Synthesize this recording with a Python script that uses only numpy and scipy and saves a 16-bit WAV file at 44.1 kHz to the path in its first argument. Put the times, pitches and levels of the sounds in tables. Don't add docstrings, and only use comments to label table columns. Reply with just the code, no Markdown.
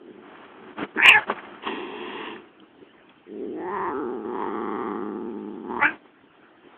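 import sys
import numpy as np
from scipy import signal
from scipy.fft import rfft, irfft
from scipy.io import wavfile
from scipy.ndimage import uniform_filter1d

SR = 44100
rng = np.random.default_rng(int(sys.argv[2]) if len(sys.argv) > 2 else 0)


def boost(x):
    u = np.asarray(x, float) / 20
    return 10 ** u


def digitize_waveform(pressure):
    field = np.atleast_2d(pressure).T
    bounded = np.clip(field, -1, 1)
    quanta = np.round(bounded * 32767).astype(np.int16)
    wavfile.write(sys.argv[1], SR, quanta)


N = 298557


def evened(x):
    return x / np.sqrt(np.mean(x ** 2) + 1e-20)


def smoothed(x, size):
    return uniform_filter1d(x, size=size)


def levelled(x, size=3000):
    power = smoothed(smoothed(x ** 2, size), size)
    return x / np.sqrt(abs(power) + 1e-12)


def colour(x, points):
    f, db = np.transpose(points)
    hz = np.fft.rfftfreq(len(x), 1 / SR)
    gain = boost(np.interp(np.log(hz + 1), np.log(f), db))
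    return irfft(rfft(x) * gain, len(x))


def resonate(x, hz, width):
    turn = np.exp(2j * np.pi * np.cumsum(hz * np.ones(len(x))) / SR)
    r = np.exp(-np.pi * width / SR)
    smooth = signal.lfilter([(1 - r) ** 2], [1, -2 * r, r * r], x / turn + 1e-18)
    return 2 * (turn * smooth).real


def unfold(rows):
    s, *columns = np.transpose(rows)
    span = slice(max(round(s[0] * SR), 0), min(round(s[-1] * SR), N))
    t = np.arange(N)[span] / SR
    return span, t, [np.interp(t, s, c) for c in columns]


def by_jaw(table, jaw):
    opening, *columns = np.transpose(table)
    return [np.interp(jaw, opening, c) for c in columns]


# t/s, half length/s, added unevenness/1, added share of air/1
FOLD_STRAIN = [
    (1.075, .045, .09, .28),
    (1.16, .04, -.025, -.03),
    (3.45, .04, .2, .12),
    (3.7, .2, -.05, .02),
    (4.45, .2, .05, .03),
    (4.9, .15, .03, .02),
    (5.6, .07, .12, .06),
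    (5.95, .05, .05, .45),
]


def vocal_folds(t, hz, folds, shimmer_db):
    s, half, *added = np.transpose(FOLD_STRAIN)
    moments = np.exp(-((t - s[:, None]) / half[:, None]) ** 4)
    uneven, air = np.array(folds)[:, None] + added @ moments
    wobble, strength, breath = rng.standard_normal((3, len(t)))
    drift = 1 + .012 * evened(smoothed(smoothed(strength, 2500), 2500))
    jitter = np.maximum(1 + uneven * evened(smoothed(wobble, 300)), .3)
    turns = np.cumsum(hz * drift * jitter) / SR
    closures = np.diff(np.floor(turns), prepend=0) > 0
    pulses = evened(closures * boost(shimmer_db * np.clip(strength, -1.6, 1.6)))
    puffs = evened((1.0 + np.exp(-(turns % 1) / .5)) * breath)
    slap = boost(1.2 * np.clip(evened(smoothed(breath, 200)), -2, 2))
    low = (1 - air) * pulses + .7 * air * puffs
    bright = (1 - air) * pulses * slap + 5.0 * air * puffs
    return low, bright, puffs


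# f/Hz, level/dB
THROAT = [(440, -3), (520, -13), (680, -26), (1500, -44)]
# levels/dB (chest, first, second, third), tunings f/Hz (first, second, third)
TONGUE_LIFT = (-.5, -12, 8, -5.5), (-130, -57.5, 180)


def voice(rows, share, shape, folds, chest_hz, widths, top_db, spray_db, shimmer_db, lifts=TONGUE_LIFT):
    span, t, (effort_db, hz, jaw, tongue) = unfold(rows)
    levels = zip(by_jaw(share, jaw), lifts[0])
    chest_db, *mouth_db = (effort_db + c + lift * tongue for c, lift in levels)
    mouth_hz = [c + lift * tongue for c, lift in zip(by_jaw(shape, jaw), lifts[1])]
    low, bright, puffs = vocal_folds(t, hz, folds, shimmer_db)
    rings = [resonate(bright, f, width) for f, width in zip(mouth_hz, widths)]
    rings[2] += boost(top_db) * resonate(bright, 3275, 840)
    rings[2] += boost(spray_db) * resonate(puffs, 3600, 1500)
    sinking = np.linspace(*chest_hz, len(t)) + 39.8 * jaw
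    chest = colour(resonate(low, sinking, 300), THROAT)
    chest = -np.roll(chest, 40)
    call = boost(chest_db) * levelled(chest)
    for k, (db, ring) in enumerate(zip(mouth_db, rings)):
        call -= (-1) ** k * boost(db) * levelled(ring)
    out = np.zeros(N)
    out[span] = call * signal.windows.tukey(len(t), 1200 / len(t))
    return out


CALM, CLEAR, AIRY, LOOSE = (.15, .3), (.05, .06), (.5, .85), (.11, .07)

# t/s, effort level/dB, pulse f/Hz, jaw opening/0-1, tongue raised/-1..1
MUTTER_CALL = [
    (0.0, -49, 95.64, 0.35, .2),
    (.22, -49, 96.1, 0.34, .1),
    (.36, -56.5, 95.7, .95, 1),
]
# jaw opening/0-1, chest level/dB, first, second, third mouth level/dB
LOW_LEVELS = [(0, 1, -33.5, -45.5, -44), (0.501, 1.5, -9.5, -16, -25), (1.001, -1, 9, -5, -2.5)]
# jaw opening/0-1, first, second, third resonance f/Hz
MUTTER_MOUTH = [(0, 950, 1530, 2560), (1, 935, 1590, 2560)]


def mutter():
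    return voice(MUTTER_CALL, LOW_LEVELS, MUTTER_MOUTH, CALM, (320, 320), (300, 400, 500),
                 0, -30, shimmer_db=2.5)


# t/s, dull push level/dB, cloth scrape level/dB, half length/s
PAWS = [(0.107, -38.5, -74, .015), (0.403, -46, -42.5, 0.14), (0.619, -41.5, -48, 0.057),
        (.696, -40.5, -41.5, .035), (.795, -30.5, -30, .018), (0.83, -22, -26, .016),
        (0.894, -53, -49, 0.039), (0.972, -29, -37, .015), (1.191, -41, -26, 0.034),
        (1.306, -26.5, -24, 0.021), (1.376, -40, -34.5, .025), (1.505, -42.5, -40, 0.11),
        (1.635, -48.5, -44.5, 0.0092), (2.37, -44.5, -48, 0.089), (2.631, -42.5, -58.5, 0.013),
        (2.823, -38.5, -59, 0.01), (2.889, -63, -69, 0.036), (3.019, -56.5, -70, 0.033),
        (3.107, -56.5, -49, 0.013), (3.31, -65.5, -76, 0.033), (5.91, -38, -37, 0.042),
        (6.066, -71.5, -54.5, .025), (6.35, -66.5, -53.5, 0.013), (6.449, -52.5, -71.5, 0.027),
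        (6.683, -63.5, -55, 0.036), (6.77, -56, -48, 0.041)]
# f/Hz, level/dB per Hz
CLOTH_COLOUR = [(500, 2), (900, 8.5), (1400, 7.5), (2000, 0), (2600, -1.5), (3400, -5.5)]
# f/Hz, level/dB per Hz
MATTRESS_COLOUR = [(30, 2.5), (150, 8), (200, -4.5), (330, 2), (480, -3), (700, -33.5)]


def bedding():
    clumps = boost(2.0 * evened(smoothed(rng.standard_normal(N), 250)))
    push = evened(colour(rng.standard_normal(N), MATTRESS_COLOUR))
    cloth = np.vstack(([(300, -28.5)], CLOTH_COLOUR))
    scrape = evened(colour(clumps * rng.standard_normal(N), cloth))
    s, push_db, scrape_db, half = np.transpose(PAWS)[:, :, None]
    t = np.arange(0, N, 32) / SR
    paw = boost(-5 * abs((t - s) / half) ** 2.2)

    def pressure(db):
        return np.interp(np.arange(N) / SR, t, np.linalg.norm(boost(db) * paw, axis=0))
    return pressure(push_db) * push + pressure(scrape_db) * scrape


# t/s, peak level/dB, ring f/Hz, t60/s
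SNAPS = [
    (0.946, -36, 1100, 0.023),
    (1.297, -13.5, 1074, 0.045),
    (1.385, -21, 1730, 0.023),
    (1.448, -32, 2070, 0.022),
    (1.67, -17.5, 2650, 0.021),
    (1.685, -25, 1010, 0.0041),
    (2.361, -29, 1690, 0.016),
    (2.6, -38.5, 3200, 0.014),
    (3.093, -46, 3320, 0.034),
    (6.055, -41, 835, 0.018),
]


def ticks():
    out, t = np.zeros(N), np.arange(1500) / SR
    grits = rng.standard_normal((len(SNAPS), 1500))
    for (s, db, hz, t60), grit in zip(SNAPS, grits):
        snap = np.sin(2 * np.pi * hz * t) + 1.4 * evened(resonate(grit, hz, 800))
        snap *= boost(db - 2 - 60 * t / max(t60, .004))
        snap *= np.minimum(t / .002, 1)
        out[round(s * SR):][:1500] += snap
    return out


SCREAM_CALL = [
    (.95, -38.5, 146, .01, -0.14),
    (.974, -25.5, 152, 0.22, 0.52),
    (.996, -16, 155, 0.28, -0.19),
    (1.03, -17, 312, 0.59, 0.00011),
    (1.092, -5, 359, .98, -0.0048),
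    (1.118, -11, 441, .95, -.2),
    (1.15, -14, 434, .5, -0.059),
    (1.178, -15, 427, .36, -0.82),
    (1.23, -52.5, 430, .2, .1),
]
# jaw opening/0-1, chest level/dB, first, second, third mouth level/dB
CRY_LEVELS = [(0, 3, -12, -22, -21.5), (.3, -15.5, -14, 0.9, -19.5), (.6, -28, -9.5, -2.5, -.5),
              (1, -40, -12, -14.5, 2.03)]
# jaw opening/0-1, first, second, third resonance f/Hz
CRY_MOUTH = [(0, 920, 1600, 2600), (.3, 930, 1640, 2350), (.6, 957, 1820, 2385), (1, 1060, 1840, 2616)]
# levels/dB (chest, first, second, third), tunings f/Hz (first, second, third)
CRY_LIFT = (9.5, -11, 1, -1.5), (33, 20, 300)


def scream():
    return voice(SCREAM_CALL, CRY_LEVELS, CRY_MOUTH, CLEAR, (325, 395), (260, 330, 480),
                 -24.5, -31.5, shimmer_db=3.5, lifts=CRY_LIFT)


WHIMPER_CALL = [
    (1.205, -39, 431, .22, 0.37),
    (1.222, -40, 431, .3, 0.33),
    (1.236, -38.5, 421, .3, 0.25),
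    (1.25, -58, 422, .22, 0.085),
]


def whimper():
    return voice(WHIMPER_CALL, CRY_LEVELS, CRY_MOUTH, CLEAR, (390, 390), (200, 120, 300),
                 -21.5, -42.0, shimmer_db=1.05)


HISS_CALL = [
    (1.61, -58.5, 100.2, 0.86, 0.2),
    (1.674, -35, 99.6, 0.99, -.7),
    (1.706, -31.5, 101.7, .3, -0),
    (1.89, -38, 101.6, 0.12, -0.15),
    (2.05, -37.5, 98.1, 0.43, -0.1),
    (2.27, -39.5, 96.2, .85, -0.2),
    (2.35, -40.5, 101.9, 0.21, -0),
    (2.42, -55.5, 102.5, 0.15, .05),
]
# jaw opening/0-1, chest level/dB, first, second, third mouth level/dB
HISS_LEVELS = [(0, -1, -5, -14, -6), (1.001, -0.5, 1.5, 3, 1.5)]
# jaw opening/0-1, first, second, third resonance f/Hz
HISS_MOUTH = [(0, 934, 1780, 2700), (1, 991, 1880, 2945)]


def hiss():
    return voice(HISS_CALL, HISS_LEVELS, HISS_MOUTH, AIRY, (340, 330), (330, 500, 450),
                 -1.2, -16.5, shimmer_db=-7.5)


GROWL_START = [
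    (3.255, -52.5, 93.5, .1, 0.057),
    (3.32, -38.5, 105.4, .15, 0.054),
    (3.44, -33, 110.5, 0.14, .05),
    (3.5, -33.5, 113.6, .02, .05),
]
FIRST_SWELL_CALL = [
    (3.535, -34, 159.9, .2, .02),
    (3.58, -33, 166, 0.54, .02),
    (3.65, -34, 168.5, 0.71, 0.017),
    (3.75, -35.5, 199.5, 0.95, .02),
    (3.88, -34, 169.4, 0.95, 0.072),
    (3.915, -34, 132.9, 1, 0.23),
    (3.955, -28.5, 137, 1, 1),
    (4.15, -31.5, 119.3, .8, 0.51),
    (4.26, -38, 102.4, 0.87, 0.66),
]
# jaw opening/0-1, chest level/dB, first, second, third mouth level/dB
SWELL_LEVELS = [(0, 0.0034, -28, -44.5, -47), (.5, 0.0082, -11.5, -29, -18), (1, 0, 12, -9, 0.5)]
# jaw opening/0-1, first, second, third resonance f/Hz
SWELL_MOUTH = [(0, 660, 1150, 1880), (.5, 700, 1120, 1855), (0.999, 1040, 1300, 1790)]
# levels/dB (chest, first, second, third), tunings f/Hz (first, second, third)
SWELL_LIFT = (-.5, -25, 4.5, -33.5), (-180, -19, -300)


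def first_swell():
    growl = np.vstack((GROWL_START, FIRST_SWELL_CALL))
    return voice(growl, SWELL_LEVELS, SWELL_MOUTH, LOOSE, (370, 320), (215, 320, 320),
                 -29.5, -41, shimmer_db=0.5, lifts=SWELL_LIFT)


SECOND_SWELL_CALL = [
    (4.24, -33, 107.5, 0.58, 0.59),
    (4.42, -33, 112.6, 0.84, -0.34),
    (4.52, -31.5, 111.9, 0.81, .85),
    (4.86, -31, 111.2, 0.83, .85),
    (5.02, -32.5, 101.4, 0.69, 0.79),
    (5.27, -35, 109.1, 0.45, 0.006),
    (5.63, -39.5, 97.2, .45, .05),
    (5.71, -33, 114, 0.68, -0.21),
    (5.805, -35.5, 125.3, 0.81, -0.63),
]
# jaw opening/0-1, first, second, third resonance f/Hz
LOW_MOUTH = [(0, 850, 1240, 1650), (.5, 865, 1228, 1670), (1.001, 970, 1190, 1850)]


def second_swell():
    return voice(SECOND_SWELL_CALL, LOW_LEVELS, LOW_MOUTH, LOOSE, (350, 245), (215, 320, 480),
                 -13.5, -30, shimmer_db=1.5)


YOWL_CALL = [
    (5.78, -33, 192.5, 0.025, 0.36),
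    (5.81, -30, 244.5, .4, .05),
    (5.83, -17, 289.7, 0.63, -0.58),
    (5.858, -16, 306.2, 1, 0.014),
    (5.894, -27, 308.3, .98, -0.003),
    (5.94, -57.5, 298.7, 0.86, -.8),
]
# jaw opening/0-1, chest level/dB, first, second, third mouth level/dB
YOWL_LEVELS = [(0, -6, -1, -14, -20.5), (0.399, -18.5, -3.5, 1, 1), (1, -16.5, -15, 2, -5.5)]
# jaw opening/0-1, first, second, third resonance f/Hz
YOWL_MOUTH = [(0, 952, 1396, 1700), (.4, 820, 1126, 1850), (1, 890, 1600, 2480)]


def yowl():
    return voice(YOWL_CALL, YOWL_LEVELS, YOWL_MOUTH, CLEAR, (330, 315), (420, 280, 420),
                 -37.0, -38, shimmer_db=1.1)


# t/s, gain level/dB, length/s
BREATH_SURGES = [
    (1.0603, 9, .002),
    (1.052, 1.5, .004),
    (1.07, -2.5, .006),
    (1.0838, 3, .002),
    (1.092, 2.5, .002),
    (1.105, -3, .009),
    (1.152, 2.5, .014),
    (1.203, -8, .0068),
    (1.633, 7, .011),
    (3.443, 3, .024),
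]


def breath_surges():
    t = np.arange(N) / SR
    return boost(sum(db * np.exp(-((t - s) / length) ** 2) for s, db, length in BREATH_SURGES))


def room(x):
    t = np.arange(6000) / SR
    echoes = rng.choice([-1., 1.], 6000) * (rng.random(6000) < .05)
    tail = echoes * (t > .003) * boost(-60 * t / 0.13)
    return signal.oaconvolve(x, tail / np.linalg.norm(tail))[:N]


def scene():
    cat = mutter() + scream() + whimper() + hiss() + first_swell() + second_swell() + yowl()
    near = cat * breath_surges() + bedding() + ticks()
    return (near + boost(-15) * room(near))[None]


# f/Hz, level/dB
MIC_BAND = [(20, -38), (165, -20.5), (200, 1.5), (430, 1), (500, -2), (640, -1), (740, -0.5), (1000, -3),
            (3300, -2.5), (3550, -16), (3900, -18), (4400, -37), (4900, -85.5)]


def microphone(x):
    squash = 1.145
    return colour(squash * np.tanh(x / squash), MIC_BAND)


# f/Hz, level/dB per Hz
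HASH_COLOUR = [(20, -22.5), (70, -4.5), (170, -0.5), (400, -10.5), (700, -16.5), (3400, -23), (4000, -40.5),
               (4600, -70.5)]


def following_hash(level):
    return boost(-19) * level * evened(colour(rng.standard_normal(N), HASH_COLOUR))


# f/Hz, level/dB
HUM_COLOUR = [(12, -67), (20, -34.5), (125, -14.5), (185, -10.5), (233, -4.5), (313, 1), (368, -1),
              (507, -10.5), (624, -10.5), (1010, -13.5), (1790, -14), (2200, -18.5), (3180, -17.5),
              (3400, -24.5), (4800, -59), (6240, -99.5), (10600, -120)]


def self_noise(level):
    _, _, z = signal.stft(rng.standard_normal(N), SR, nperseg=512)
    patches = uniform_filter1d(rng.standard_normal(z.shape), size=5, axis=0)
    patches = uniform_filter1d(patches, size=8, axis=1)
    noise = signal.istft(z * boost(3.0 * evened(patches)), SR, nperseg=512)[1][:N]
    over_db = np.clip(20 * np.log10(smoothed(level, 3000) + 1e-9) + 52, 0, 20)
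    return boost(-54 - 0.076 * over_db) * evened(colour(noise, HUM_COLOUR))


def band_limit(x):
    return signal.sosfilt(signal.butter(12, 15750, fs=SR, output="sos"), x)


def record(dry):
    x = microphone(dry[0])
    level = np.sqrt(abs(smoothed(resonate(x, 690, 990) ** 2, 400)))
    x = x + following_hash(level) + self_noise(level)
    ceiling = .735
    mix = np.clip(x, -ceiling, ceiling)[None]
    return band_limit(mix)


dry = scene()
out = record(dry)
digitize_waveform(out)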